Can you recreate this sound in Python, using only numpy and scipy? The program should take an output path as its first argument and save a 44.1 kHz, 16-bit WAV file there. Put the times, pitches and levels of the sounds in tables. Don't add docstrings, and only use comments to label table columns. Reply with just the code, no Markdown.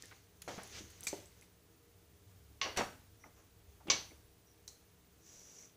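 import sys
import numpy as np
from scipy import signal
from scipy.fft import rfft, irfft, next_fast_len
from scipy.io import wavfile
from scipy.ndimage import uniform_filter1d

SR = 44100
rng = np.random.default_rng(int(sys.argv[2]) if len(sys.argv) > 2 else 0)


def how_loud(loudness_db):
    steps = np.asarray(loudness_db, float) / 20
    return 10 ** steps


def inscribe(sig):
    pcm = np.round(np.clip(np.atleast_2d(sig).T, -1, 1) * 32767)
    wavfile.write(sys.argv[1], SR, pcm.astype(np.int16))


N = 254232
TIME = np.arange(N) / SR
TOP_HZ = 15550


def on_log(hz, table):
    f, v = np.transpose(table)
    return np.interp(np.log(hz + 1), np.log(f), v)


def noise(n=N):
    return rng.standard_normal(n)


def colour(x, gain_db):
    n = next_fast_len(len(x))
    hz = np.fft.rfftfreq(n, 1 / SR)
    y = irfft(rfft(x, n) * how_loud(gain_db(hz)), n)[:len(x)]
    return y / np.sqrt(np.mean(y ** 2))


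def hump(centre_hz, octaves):
    return lambda hz: np.maximum(-6 * (np.log2((hz + 1) / centre_hz) / max(octaves, .02)) ** 2, -70)


def fade(t, t60):
    return np.exp(-np.log(1000) * t / max(t60, .002))


def ramp(start, end, attack, release):
    climb = np.maximum(start - TIME, 0) / max(attack, .001)
    fall = np.maximum(TIME - end, 0) / max(release, .001)
    return how_loud(-20 * (climb + fall))


def flicker(rate, depth_db):
    k = int(SR / rate)
    steps = np.repeat(noise(N // k + 1), k)
    return how_loud(depth_db * uniform_filter1d(steps, k)[:N])


def add(out, s, peak_db, sound):
    i = int(s * SR)
    n = min(len(sound), N - i)
    out[i:i + n] += how_loud(peak_db) * sound[:n] / np.abs(sound).max()


def pulse(gain_db, at):
    n = np.arange(SR // 2)
    return colour(1. * (n == at), gain_db) * (n < SR // 10)


def blow(gain_db, t60, modes=(), ring_db=-99, stretch=0.71, rise=0.00046):
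    t = np.arange(SR // 2) / SR
    crack = colour(noise(len(t)), gain_db) * fade(t, t60) * np.minimum(t / max(rise, 1e-4), 1)
    ring = np.zeros(len(t))
    for hz, db, ring_s in modes:
        cluster = np.zeros(len(t))
        for detune, phase in rng.standard_normal((5, 2)):
            cluster += np.sin(2 * np.pi * (hz * (1 + .016 * detune) * t + 0.14 * phase))
        ring += how_loud(db - 2) * cluster * fade(t, min(ring_s, .5) * stretch)
    return crack + how_loud(ring_db) * ring * np.minimum(t / 0.0016, 1)


def drags():
    # peak t/s, level/dB, attack/s, release/s, bass/dB
    scuffs = [
        (.03, -52.5, 0.19, 0.29, -3),
        (0.4192, -38.5, .0015, 0.013, -14),
        (.48, -45.5, 0.0038, 0.58, 8.5),
        (.755, -42, 0.064, 0.077, -12),
        (.788, -42, 0.094, 0.048, 2.5),
        (1.02, -55.5, 0.51, .08, 4),
        (1.04, -49, 0.032, 0.059, 8),
        (1.072, -53, 0.023, 0.047, 3),
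        (1.128, -45, 0.0057, 0.14, -10),
        (1.444, -61, 0.36, .045, 4),
    ]
    grit, thud = np.zeros((2, N))
    for s, db, attack, release, bass_db in scuffs:
        grit += (how_loud(db) * ramp(s, s, attack, release)) ** 2
        thud += (how_loud(db + bass_db) * ramp(s, s, attack, release * 0.45)) ** 2
    return np.sqrt(grit), np.sqrt(thud)


def rumble():
    # t/s, level/dB
    footing = [(0, -65.5), (.3, -69), (.6, -61), (1.2, -61), (1.6, -69.5), (2.2, -62.5), (2.6, -62),
               (2.85, -60.5), (3.2, -63.5), (3.8, -62), (4.1, -59), (4.5, -72), (5.1, -71), (5.76, -77)]
    # f/Hz, level/dB per Hz
    rumble_colour = [(15, -35), (25, -24.5), (40, -10), (50, -18), (65, -1), (80, -4.5), (105, -1.5),
                     (140, -19.5), (200, -20.5)]
    level_db = np.interp(TIME, *np.transpose(footing)) - 3
    low_db = lambda hz: 10 * np.log10(1 / (1 + (hz / 160) ** 4))
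    return how_loud(level_db) * flicker(8, 1.5) * colour(noise(), lambda hz: on_log(hz, rumble_colour) + low_db(hz))


def hiss_and_resonance():
    # f/Hz, level/dB per Hz
    air = [(76, -39), (130, -2.5), (183, -0.5), (202, -8), (326, -5.5), (353, -12.5), (415, -2.5),
           (440, -14), (468, -0.5), (497, -14), (1150, -18), (15500, -26.5)]
    bustle = uniform_filter1d(drags()[0], int(0.16 * SR))
    high_db = lambda hz: 10 * np.log10(1 - 1 / (1 + (hz / 160) ** 4) + 1e-9)
    hiss = colour(noise(), lambda hz: on_log(hz, air) + high_db(hz) - 40 * (hz > TOP_HZ))
    resonance = flicker(29.67, 3.3) * colour(noise(), hump(6300, 0.15))
    hiss_gain = np.hypot(how_loud(-71), how_loud(-16.5) * bustle)
    resonance_gain = np.hypot(how_loud(-86), how_loud(-16) * bustle)
    return hiss_gain * hiss + resonance_gain * resonance


def room_tones():
    # f/Hz, width/Hz, level/dB
    tones = [
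        (68, 2, -75.5),
        (100, 5.1, -81.5),
        (110, 32, -77),
        (268, 8, -89),
        (326.4, 4.6, -82),
    ]
    out = np.zeros(N)
    for f, width, db in tones:
        out += how_loud(db) * colour(noise(), lambda hz: -20 * np.log10(1 + ((hz - f) / width) ** 2))
    return out


def motor():
    turn_hz = 58.56
    lines = {3: -80.5, 7: -81, 8: -82.5, 10: -92, 11: -89.5, 12: -91}
    out = np.zeros(N)
    for k, db in lines.items():
        tone = np.sin(2 * np.pi * (k * turn_hz * TIME + rng.random()))
        out += how_loud(db + 3) * flicker(6.8, 2) * tone
    return out


def whine():
    whine_hz, gate_hz, level_db = 14998.6, 14.908, -77
    phase = TIME * gate_hz % 1
    on = uniform_filter1d(1. * (phase > 0.24) * (phase < 0.78), size=60)
    return how_loud(level_db) * on * np.sqrt(2) * np.sin(2 * np.pi * whine_hz * TIME)


def linkage_ticks():
    # t/s, peak/dB, centre f/Hz, pin ring f/Hz, pin ring level/dB
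    clicks = [(.0235, -31, 5960, 6130, -23), (0.0568, -38, 6800, 10600, -10), (0.42, -39.5, 8050, 6780, 3),
              (0.42, -35.5, 11700, 11300, -3), (0.634, -35, 8200, 10500, -4), (.675, -44, 9000, 10550, -6),
              (1.0077, -32, 9500, 8250, -10), (1.031, -42, 4000, 6100, -1),
              (1.037, -29.5, 9000, 10970, -13), (2.7717, -30, 9000, 9400, -10),
              (1.258, -43, 6460, 7900, -12), (1.412, -43, 6970, 11100, -15)]
    out = np.zeros(N)
    for s, db, hz, pin_hz, pin_db in clicks:
        shape = hump(hz, 0.57)
        sound = blow(shape, 0.0065, [(pin_hz, pin_db, 0.045)], ring_db=1.5)
        sound += 0.057 * pulse(shape, at=12)
        add(out, s, db, sound)
    return out


def shoe_drags():
    # f/Hz, level/dB per Hz
    scuff_colour = [(530, -34), (900, -22), (1270, -5), (1370, -2.5), (1880, -0.5), (2030, 2), (2470, -1.5),
                    (2690, 0.5), (6000, 0), (12000, -24.5), (15600, -64), (22000, -120)]
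    grit_gain, thud_gain = drags()
    grit = colour(noise() * flicker(900, 1.9), lambda hz: on_log(hz, scuff_colour))
    thud = colour(noise(), hump(330, 1.9))
    return how_loud(-10) * flicker(39.1, 0.83) * (grit_gain * grit + how_loud(-9) * thud_gain * thud)


def bumps():
    # t/s, peak/dB, centre f/Hz, width/octaves, chatter t60/s
    knocks = [(.033, -55, 280, 0.9, 0.068), (0.477, -32.5, 407, 1.64, 0.19),
              (.578, -40.5, 210, 0.71, 0.029), (.580, -40, 780, 1.1, 0.16), (0.805, -44, 277, 0.58, 0.11),
              (1.1295, -29.5, 384, 0.82, 0.059), (1.132, -43, 810, 0.25, 0.098),
              (1.185, -51, 400, 0.63, 0.076), (2.794, -29.5, 790, 1.6, 0.12),
              (2.808, -27, 565, 1.37, 0.088), (3.870, -43, 350, 2, 0.092), (3.882, -36, 286, 1.36, 0.18)]
    out = np.zeros(N)
    for s, db, hz, octaves, t60 in knocks:
        boom = 0.013 * pulse(hump(hz, octaves), at=int(SR / hz))
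        add(out, s, db, blow(hump(hz, octaves), t60, rise=0.00158) + boom)
    return out


def coupler_taps():
    # t/s, peak/dB, centre f/Hz, width/octaves, chatter t60/s
    touches = [(0.035, -50.5, 1840, 0.076, 0.036), (.110, -49, 1759, 0.77, 0.13),
               (.122, -50.5, 1760, 0.4, 0.047), (.479, -42, 3930, 0.95, 0.13),
               (.901, -50.5, 7407, 1, 0.052), (1.039, -43.5, 7860, 0.88, .15),
               (1.039, -52, 10800, .06, .12), (1.048, -48, 7830, .03, 0.069),
               (1.079, -31.5, 6140, 0.53, 0.066), (1.259, -63, 8080, .02, 0.15),
               (1.412, -63, 11050, 0.041, .2), (1.420, -56.5, 2290, 0.28, 0.06),
               (1.422, -63, 8080, 0.026, .12), (2.762, -46, 6100, .08, .06),
               (3.238, -50, 2100, 0.19, 0.031), (3.24, -48.5, 980, 0.51, 0.083),
               (3.871, -53, 3800, 0.93, 0.24), (3.881, -42, 2600, 0.3, 0.12), (4.108, -56, 2150, .1, .04),
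               (4.686, -47, 6019, 0.41, 0.023), (5.592, -62, 2100, 0.21, 0.065),
               (5.630, -62, 2200, 0.18, 0.053), (5.695, -60, 3000, .5, .02)]
    out = np.zeros(N)
    for s, db, hz, octaves, t60 in touches:
        shape = hump(hz, octaves)
        add(out, s, db, blow(lambda f: shape(f) - 30 * (f > TOP_HZ), t60, rise=0.0024))
    return out


def shoves():
    # t/s, peak/dB, centre f/Hz, width/octaves, chatter t60/s
    pushes = [(.113, -55, 606, 0.89, 0.1), (2.64, -35.5, 540, 1.37, 0.3), (2.761, -35.5, 1090, 1.6, 0.088),
              (2.774, -25.5, 656, 1.66, 0.18), (2.776, -39.5, 226, 0.37, 0.28),
              (3.25, -51.5, 298, 1.64, 0.14), (3.803, -56.5, 900, 0.5, 0.08), (3.85, -48, 250, 0.91, .3),
              (3.905, -37, 283, 2.2, 0.3), (4.109, -52, 403, 1.07, 0.14), (3.36, -62.5, 794, 1.34, 0.34)]
    out = np.zeros(N)
    for s, db, hz, octaves, t60 in pushes:
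        add(out, s, db, blow(hump(hz, octaves), t60, rise=0.0735 * t60))
    return out


def steel():
    # t/s, peak/dB, chatter t60/s, ring/dB, ring stretch
    lever = [
        (1.069, -24, 0.058, -14, 1),
    ]
    knock = [
        (2.614, -20.5, 0.09, -13, 1),
    ]
    rebound = [
        (2.772, -23.5, 0.076, -13, 0.84),
    ]
    snap = [
        (3.9, -14.5, 0.092, -13.5, 0.65),
    ]
    latch = [
        (4.678, -36.5, 0.038, -21, 0.55),
    ]
    # f/Hz, level/dB per Hz
    lever_crack = [(500, -17), (1750, -15), (2300, -2.5), (2900, -16), (3700, -11.5), (4500, -3.5),
                   (5300, -18), (6100, -4.5), (7500, -5), (8600, -13.5), (10500, -23), (15000, -19),
                   (16400, -43)]
    knock_crack = [(200, -23), (700, -12.5), (1120, -12.5), (1550, -12), (2120, -2.5), (2450, -8.5),
                   (2830, 0), (3300, -8), (4000, -8), (4560, -7), (5200, -9.5), (6050, -10.5), (8500, -35),
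                   (15500, -64)]
    rebound_crack = [(300, -6), (600, -1), (1500, -17), (2200, -6), (3200, -10), (5300, -14.5), (6150, -8),
                     (7000, -10), (8500, -18.5), (12000, -30), (15500, -27), (16000, -62)]
    snap_crack = [(200, -23.5), (500, -24), (1070, -12), (1400, -15.5), (2200, -12), (2600, -9.5),
                  (3500, -8), (4450, -4.5), (5250, -9.5), (6080, -0.5), (6800, -16.5), (7600, -22),
                  (8600, -35), (15500, -54)]
    latch_crack = [(1000, -24.5), (2000, -21), (3700, -18.5), (4100, 2.5), (4800, -14), (6200, -2.5),
                   (7500, -11.5), (10000, -20), (15500, -22), (16400, -38)]
    # f/Hz, level/dB, t60/s
    lever_modes = [(2335, 6.5, 0.035), (4760, -24, 0.064), (6100, -3.5, 0.29), (7570, 5, 0.066),
                   (10460, -3, 0.046)]
    knock_modes = [(1090, -4, 0.4), (1560, -11.5, 0.36), (2150, 2, 0.075), (2880, 3.5, 0.082),
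                   (3460, -1.5, 0.096), (4500, -7.5, 0.55), (5500, -17, 0.28), (5800, -2.5, 0.31),
                   (6100, 3, 0.083), (7203, -23, 0.27)]
    rebound_modes = [(900, -20, 0.16), (1496, -6.5, 0.51), (2100, -0.5, 0.1), (4520, -6, 0.39),
                     (5680, -0.5, 0.34), (6100, 4.5, 0.075)]
    snap_modes = [(542, -17, 0.28), (1100, -6, 0.2), (2218, -5.5, 0.34), (3160, -13, .25),
                  (4460, -10, 0.53), (5100, -20, .4), (5720, -11.5, 0.28), (6010, 2.5, 0.2),
                  (7130, -8, 0.27)]
    latch_modes = [(3970, -14, 0.22), (6215, -4, 0.09)]
    gun_room_db, frame_room_db = -9, -6
    parts = [(lever, lever_crack, lever_modes, gun_room_db),
             (knock, knock_crack, knock_modes, frame_room_db),
             (rebound, rebound_crack, rebound_modes, frame_room_db),
             (snap, snap_crack, snap_modes, frame_room_db),
             (latch, latch_crack, latch_modes, gun_room_db)]
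    near, far = np.zeros((2, N))
    for blows, crack, modes, room_db in parts:
        tone = lambda hz: on_log(hz, crack)
        for s, db, t60, ring_db, stretch in blows:
            add(near, s, db, blow(tone, t60, modes, ring_db, stretch))
            add(far, s, db + room_db + 12.5, pulse(tone, at=120))
    return near, far


def finger_rubs():
    # centre t/s, half length/s, level/dB, f/Hz, width/octaves
    rubs = [
        (3.24, 0.044, -71.5, 5800, 0.084),
        (3.39, 0.042, -74.5, 6200, 0.18),
        (4.497, 0.041, -75, 5800, 0.061),
    ]
    grit = noise() * flicker(900, 1.9)
    out = np.zeros(N)
    for s, half, db, hz, octaves in rubs:
        out += how_loud(db) * np.exp(-((TIME - s) / half) ** 4) * colour(grit, hump(hz, octaves))
    return out


def plunger_stroke():
    # f/Hz, level/dB per Hz
    stroke_colour = [(500, -10.5), (1000, -20.5), (2200, -19), (4400, -18.5), (5100, -11.5), (5450, -10),
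                     (5800, 0.5), (6300, -4), (7000, -8), (7900, -14), (8300, -25), (11000, -25),
                     (15500, -34), (15700, -78)]
    push = how_loud(-60) * ramp(start=5.265, end=5.648, attack=0.064, release=0.062)
    grit = noise() * flicker(900, 1.9)
    return push * flicker(60, 0.64) * colour(grit, lambda hz: on_log(hz, stroke_colour))


def garage(far):
    # f/Hz, t60/s
    room_t60 = [(60, 0.85), (250, 0.43), (700, 0.36), (2000, 0.38), (6000, 0.32), (12000, 0.47)]
    t = np.arange(SR) / SR
    tail = np.zeros(SR)
    for hz in 45 * 2 ** np.arange(9):
        tail += np.sqrt(hz) * colour(noise(SR), hump(hz, 0.63)) * fade(t, on_log(hz, room_t60))
    tail = colour(tail, lambda hz: -40 * (hz > TOP_HZ))
    tail *= np.clip((t - .003) / 0.012, 0, 1)
    return signal.fftconvolve(far, tail / np.sqrt(np.sum(tail ** 2)))[:N]


def scene():
    background = rumble() + hiss_and_resonance() + room_tones() + motor() + whine()
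    clicks = linkage_ticks() + coupler_taps()
    thumps = bumps() + shoves()
    slips = shoe_drags() + finger_rubs() + plunger_stroke()
    near, far = steel()
    near = near + clicks + thumps + slips
    far = far + how_loud(-12) * clicks + how_loud(-10) * (thumps + slips)
    return (near + garage(far) + background)[None]


def top_cut(x):
    return signal.sosfilt(signal.butter(12, 16620, fs=SR, output="sos"), x)


def record(dry):
    release = fade(np.arange(SR) / SR, 0.26)
    loudness = signal.fftconvolve(dry[0] ** 2, release / release.sum())[:N]
    hiss = colour(noise(), lambda hz: -1.5 * np.log2(hz / 2000 + 0.056) - 40 * (hz > TOP_HZ))
    lifted_hiss = how_loud(-49) * np.abs(loudness) ** 0.19 * hiss
    low_pass = signal.ellip(6, .2, 50, 16400, fs=SR, output="sos")
    return top_cut(signal.sosfilt(low_pass, dry) + lifted_hiss)


dry = scene()
out = record(dry)
inscribe(out)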